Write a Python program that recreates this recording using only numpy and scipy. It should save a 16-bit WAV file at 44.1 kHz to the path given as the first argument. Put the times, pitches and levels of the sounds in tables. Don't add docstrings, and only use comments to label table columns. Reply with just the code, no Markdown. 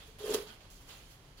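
import sys
import numpy as np
from scipy import signal
from scipy.fft import rfft, irfft
from scipy.io import wavfile
from scipy.ndimage import uniform_filter1d

SR = 44100
rng = np.random.default_rng(int(sys.argv[2]) if len(sys.argv) > 2 else 0)


def to_wav(sig):
    pcm = np.clip(np.atleast_2d(sig), -1, 1) * 32767
    pcm = np.round(pcm).astype(np.int16)
    wavfile.write(sys.argv[1], SR, pcm.T)


def decibels_to_gain(level_db):
    exponent = np.asarray(level_db, float) / 20
    return 10 ** exponent


N = 61739

# (time [s], level [dB])
PULL_FRICTION = [
    (.1855, -58.5),
    (.225, -54.5),
    (.26, -50),
    (0.306, -44.5),
    (0.359, -45),
    (.39, -50),
    (.44, -55),
    (.46, -61),
    (.53, -62.5),
]
# (frequency [Hz], density [dB per Hz])
SLIDE_SPECTRUM = [(550, -5), (700, -12.5), (1100, -11.5), (2200, -16.5), (3300, -15.5), (6000, -20.5),
                  (11000, -22.5), (15800, -24)]
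# (time [s], length [s], peak [dB], pitch [Hz])
TUGS = [(0.081, 0.028, -54, 440), (0.151, .02, -57.5, 436), (0.201, 0.076, -42.5, 420),
        (0.239, 0.017, -32.5, 431.6), (0.259, 0.0167, -34, 423), (0.278, 0.016, -31.5, 451.4),
        (0.293, 0.012, -26.5, 432), (.303, .025, -26.5, 416.4), (0.326, 0.0176, -30.5, 434),
        (.346, 0.0164, -23, 426.5), (0.365, 0.0187, -35.5, 440.5), (0.381, 0.011, -33.5, 412),
        (0.4, 0.013, -40, 415), (0.416, 0.021, -41, 443), (0.439, 0.035, -50.5, 431),
        (0.327, 0.037, -41, 254), (0.487, 0.042, -57, 218.5), (.275, .04, -40, 500)]
TUG_LEAN, TUG_FLATNESS = 0.64, 0.97
# (frequency [Hz], width [Hz], level [dB])
DRUM_MODES = [(420, 47, 1.5), (500, 83, -1), (295.6, 70, -4), (199, 50, -9), (615, 61, -6)]
DRUM_GROWTH_DB_PER_DB = 1.2
DRUM_ECHO_DB = -4
# (time [s], level [dB], length [s])
RIPS = [
    (0.3364, -36, 0.0027),
    (.3385, -28.5, 0.0033),
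    (.3425, -30, .004),
    (.345, -30, .003),
    (.349, -33.5, 0.0034),
    (.354, -34, 0.0029),
]
# (frequency [Hz], density [dB per Hz])
RIP_SPECTRUM = [(200, -23), (430, -11), (900, -12), (2000, -18), (3600, -13.5), (6500, -14.5), (10700, -17),
                (15800, -20)]
# (time [s], rise [s], level [dB], t60 [s], crispness [0-1])
RUSTLES = [(0, 0.0013, -54, 0.63, 0.22), (0.069, 0.0062, -62.5, 0.17, 1), (.1855, .0005, -53, .1, 0.6),
           (0.454, 0.021, -52, 0.52, 0), (0.603, 0.0076, -59, 0.43, 0.02), (.699, 0.0037, -56, 0.57, 1),
           (.75, 0.0082, -75, .4, 1), (.805, 0.0036, -65, 1, 0.58), (0.874, 0.0025, -57, 0.57, 0.38),
           (.878, .025, -55, 0.65, 0.28), (.96, 0.013, -72.5, 0.58, .3), (1.015, 0.013, -76, 0.59, 0.8),
           (1.085, 0.036, -59.5, .15, 0.84), (1.04, 0.015, -73, 0.56, 1), (1.24, .015, -68, .3, 0),
           (1.365, 0.019, -58.5, 0.61, .5)]
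# (frequency [Hz], density [dB per Hz])
DULL_SPECTRUM = [(400, -0.5), (900, -0.5), (1700, -3), (2800, -1), (4200, -5), (5600, -12.5), (15800, -22)]
# (frequency [Hz], density [dB per Hz])
CRISP_SPECTRUM = [(880, -46), (1500, -26), (1960, -13), (3430, -6.5), (7110, -3.5), (9100, -8),
                  (15800, -6.5)]
# (time [s], level [dB], t60 [s], pitch [Hz])
CREASES = [(0, -57.5, 0.37, 3420), (.19, -55, 0.25, 3700), (.25, -56, .1, 10500), (0.271, -46.5, .15, 3040),
           (.3, -41, .05, 7300), (.353, -56, 0.076, 4500), (.47, -57, .3, 3250), (.5, -60, .2, 3200),
           (.29, -54, .1, 3300), (.47, -62, .3, 700), (0.484, -53.5, .2, 1480), (.89, -60, 0.34, 2690),
           (1.11, -66, 0.25, 4500), (1.371, -58, .3, 4520)]
CREASE_Q, CREASE_RISE_S = 6.3, 0.0041
WALL_T60_S, WALL_DB = 0.2, -11
# (frequency [Hz], density [dB per Hz])
ROOM_SPECTRUM = [(15, -16.5), (35, 2.5), (60, -4), (150, -8), (212, -15), (450, -19), (3300, -27.5),
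                 (15800, -40.5)]
ROOM_DB, ROOM_SWELL_DB = -55, 0.4
# (frequency [Hz], correlation [-1 to 1])
LIKENESS = [(60, 1), (180, 0.93), (550, 0.75), (1650, 0.011), (4970, -0.074), (15000, -0.16)]
# (frequency [Hz], left minus right [dB])
PORT_TILT = [(60, -1.5), (130, -2.5), (290, -0.5), (640, -6.5), (1410, -6), (3100, -8.5), (6820, -8),
             (15000, -4.5)]
# (frequency [Hz], width [Hz], level [dB])
PORT_PEAKS = [(3200, 285, -5.5), (4500, 1100, -11.5), (6670, 1240, -12.5), (10400, 810, -1.5)]
# (frequency [Hz], width [Hz], depth [0-1])
PORT_DIP = (8750, 2000, 0.44)
PORT_EDGE_HZ = 15820


def read(points, hz):
    f, value = np.transpose(points)
    return np.interp(np.log(hz + 1), np.log(f + 1), value)


def evened(x):
    return x / np.sqrt(np.mean(x ** 2) + 1e-20)


def grains(per_s, spread_db, smooth):
    hits = rng.random(N) < per_s / SR
    size = hits * decibels_to_gain(spread_db * np.minimum(rng.exponential(1, N), 4))
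    clicks = evened(size * rng.standard_normal((2, N)))
    hiss = rng.standard_normal((2, N))
    return np.sqrt(1 - smooth) * clicks + np.sqrt(smooth) * hiss


def heard(pair, spectrum, cut_db_per_octave=-30):
    hz = np.fft.rfftfreq(N, 1 / SR)
    a, b = rfft(pair, axis=1)
    same = np.clip(read(LIKENESS, hz), -1, 1)
    right = same * a + np.sqrt(1 - same ** 2) * b
    below_db = np.minimum(cut_db_per_octave * np.log2(spectrum[0][0] / (hz + 1)), 0)
    gain = decibels_to_gain(read(spectrum, hz) + below_db)
    gain = gain / np.sqrt(np.mean(gain ** 2))
    return irfft(np.array([a, right]) * gain, N, axis=1)


def burst(start_s, rise_s, db, t60_s):
    u = np.maximum(np.arange(N) / SR - start_s, 0)
    rise = np.sin(np.pi / 2 * np.minimum(u / max(rise_s, 1e-4), 1)) ** 2
    return rise * decibels_to_gain(db - 60 * np.maximum(u - rise_s, 0) / t60_s)


def band(x, hz, width_hz):
    r = np.exp(-np.pi * width_hz / SR)
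    turn = np.exp(2j * np.pi * hz * np.arange(N) / SR)
    ring = signal.lfilter([1 - r], [1, -r], x / turn)
    ring = signal.lfilter([1 - r], [1, -r], ring)
    return 2 * (turn * ring).real / np.sqrt(1 - r)


def drag_db():
    t = np.arange(N) / SR
    s, db = np.transpose(PULL_FRICTION)
    grip_db = 18000 * np.maximum(s[0] - t, 0)
    release_db = 200 * np.maximum(t - s[-1], 0)
    return np.interp(t, s, db) - grip_db - release_db


def slide():
    clumps = evened(uniform_filter1d(rng.standard_normal(N), 200))
    friction = decibels_to_gain(drag_db() + 3.5 + 0.93 * clumps)
    return heard(friction * grains(per_s=9000, spread_db=2.2, smooth=0.48), SLIDE_SPECTRUM)


def drum():
    t = np.arange(N) / SR
    friction_db = drag_db()
    top_db = np.max(friction_db)
    stir = decibels_to_gain(top_db + DRUM_GROWTH_DB_PER_DB * (friction_db - top_db)) * rng.standard_normal(N)
    out = sum(decibels_to_gain(db) * band(stir, hz, width) for hz, width, db in DRUM_MODES)
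    for (s, length, db, hz), phase in zip(TUGS, rng.random(len(TUGS))):
        progress = np.clip((t - s) / length, 0, 1)
        swell = abs(np.sin(np.pi * progress ** TUG_LEAN)) ** TUG_FLATNESS
        swell = swell * (t > s) * (t < s + length)
        out += decibels_to_gain(db) * swell * np.sin(2 * np.pi * (hz * (t - s) + phase))
    return out


def rip():
    shape = sum(burst(s, length / 2, db, 4.42 * length) for s, db, length in RIPS)
    return heard(shape * grains(per_s=18000, spread_db=1.0, smooth=0.92), RIP_SPECTRUM)


def rustle():
    dull, crisp = np.zeros(N), np.zeros(N)
    for s, rise, db, t60, crispness in RUSTLES:
        move = burst(s, rise, db, t60)
        dull += np.sqrt(1 - crispness) * move
        crisp += np.sqrt(crispness) * move
    folded = heard(dull * grains(per_s=9000, spread_db=3.7, smooth=0.49), DULL_SPECTRUM)
    flat = heard(crisp * grains(per_s=9800, spread_db=1.5, smooth=0.89), CRISP_SPECTRUM)
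    return folded + flat


def creases():
    scrape = grains(per_s=3200, spread_db=2.7, smooth=0.5)
    out = np.zeros((2, N))
    for s, db, t60, hz in CREASES:
        out += band(burst(s, CREASE_RISE_S, db, t60) * scrape, hz, hz / CREASE_Q)
    return np.array([out[0] + 0.13 * out[1], out[1]])


def patchy(x, depth_db):
    hz, _, z = signal.stft(x, SR, nperseg=256, noverlap=192)
    field = rng.standard_normal(z.shape[1:])
    field = uniform_filter1d(field, size=5, axis=0)
    field = evened(uniform_filter1d(field, size=14, axis=1))
    treble = np.minimum(hz / 3000, 1)[:, None]
    z = z * decibels_to_gain(depth_db * field * treble)
    return signal.istft(z, nperseg=256, noverlap=192)[1][:, :N]


def walls(x):
    n = SR // 2
    signs = rng.choice([-1., 1.], (2, n))
    sparse = rng.random((2, n)) < 0.05
    taps = signs * sparse * decibels_to_gain(-60 * np.arange(n) / SR / WALL_T60_S)
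    taps[:, :150] = 0
    taps = taps / np.linalg.norm(taps[0])
    return decibels_to_gain(WALL_DB) * signal.fftconvolve(x, taps, axes=1)[:, :N]


def room():
    swell = uniform_filter1d(rng.standard_normal(N), 3000)
    swell = evened(uniform_filter1d(swell, 3000))
    return decibels_to_gain(ROOM_DB + ROOM_SWELL_DB * swell) * heard(rng.standard_normal((2, N)), ROOM_SPECTRUM)


def scene():
    paper = patchy(slide() + rustle(), depth_db=1.87) + rip() + creases()
    air = drum()
    late = np.roll(air, 4) * decibels_to_gain(0.76)
    drum_echo = decibels_to_gain(DRUM_ECHO_DB) * walls(np.array([air, air]))
    return paper + walls(paper) + np.array([air, late]) + drum_echo + room()


def top_cut(x):
    return signal.sosfilt(signal.butter(12, 16050, fs=SR, output="sos"), x)


def record(dry):
    hz = np.fft.rfftfreq(N, 1 / SR)
    peaks = sum(decibels_to_gain(db) / (1 + ((hz - f) / (width / 2)) ** 2) for f, width, db in PORT_PEAKS)
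    dip_hz, dip_width_hz, depth = PORT_DIP
    dip = 1 - depth / (1 + ((hz - dip_hz) / (dip_width_hz / 2)) ** 2)
    tilt_db = read(PORT_TILT, hz) / 2
    ports = np.array([decibels_to_gain(tilt_db), decibels_to_gain(-tilt_db) * dip * (0.7 + peaks)])
    ports = ports / (1 + (hz / PORT_EDGE_HZ) ** 300)
    mix = irfft(rfft(dry, axis=1) * ports, N, axis=1)
    return top_cut(mix)


dry = scene()
out = record(dry)
to_wav(out)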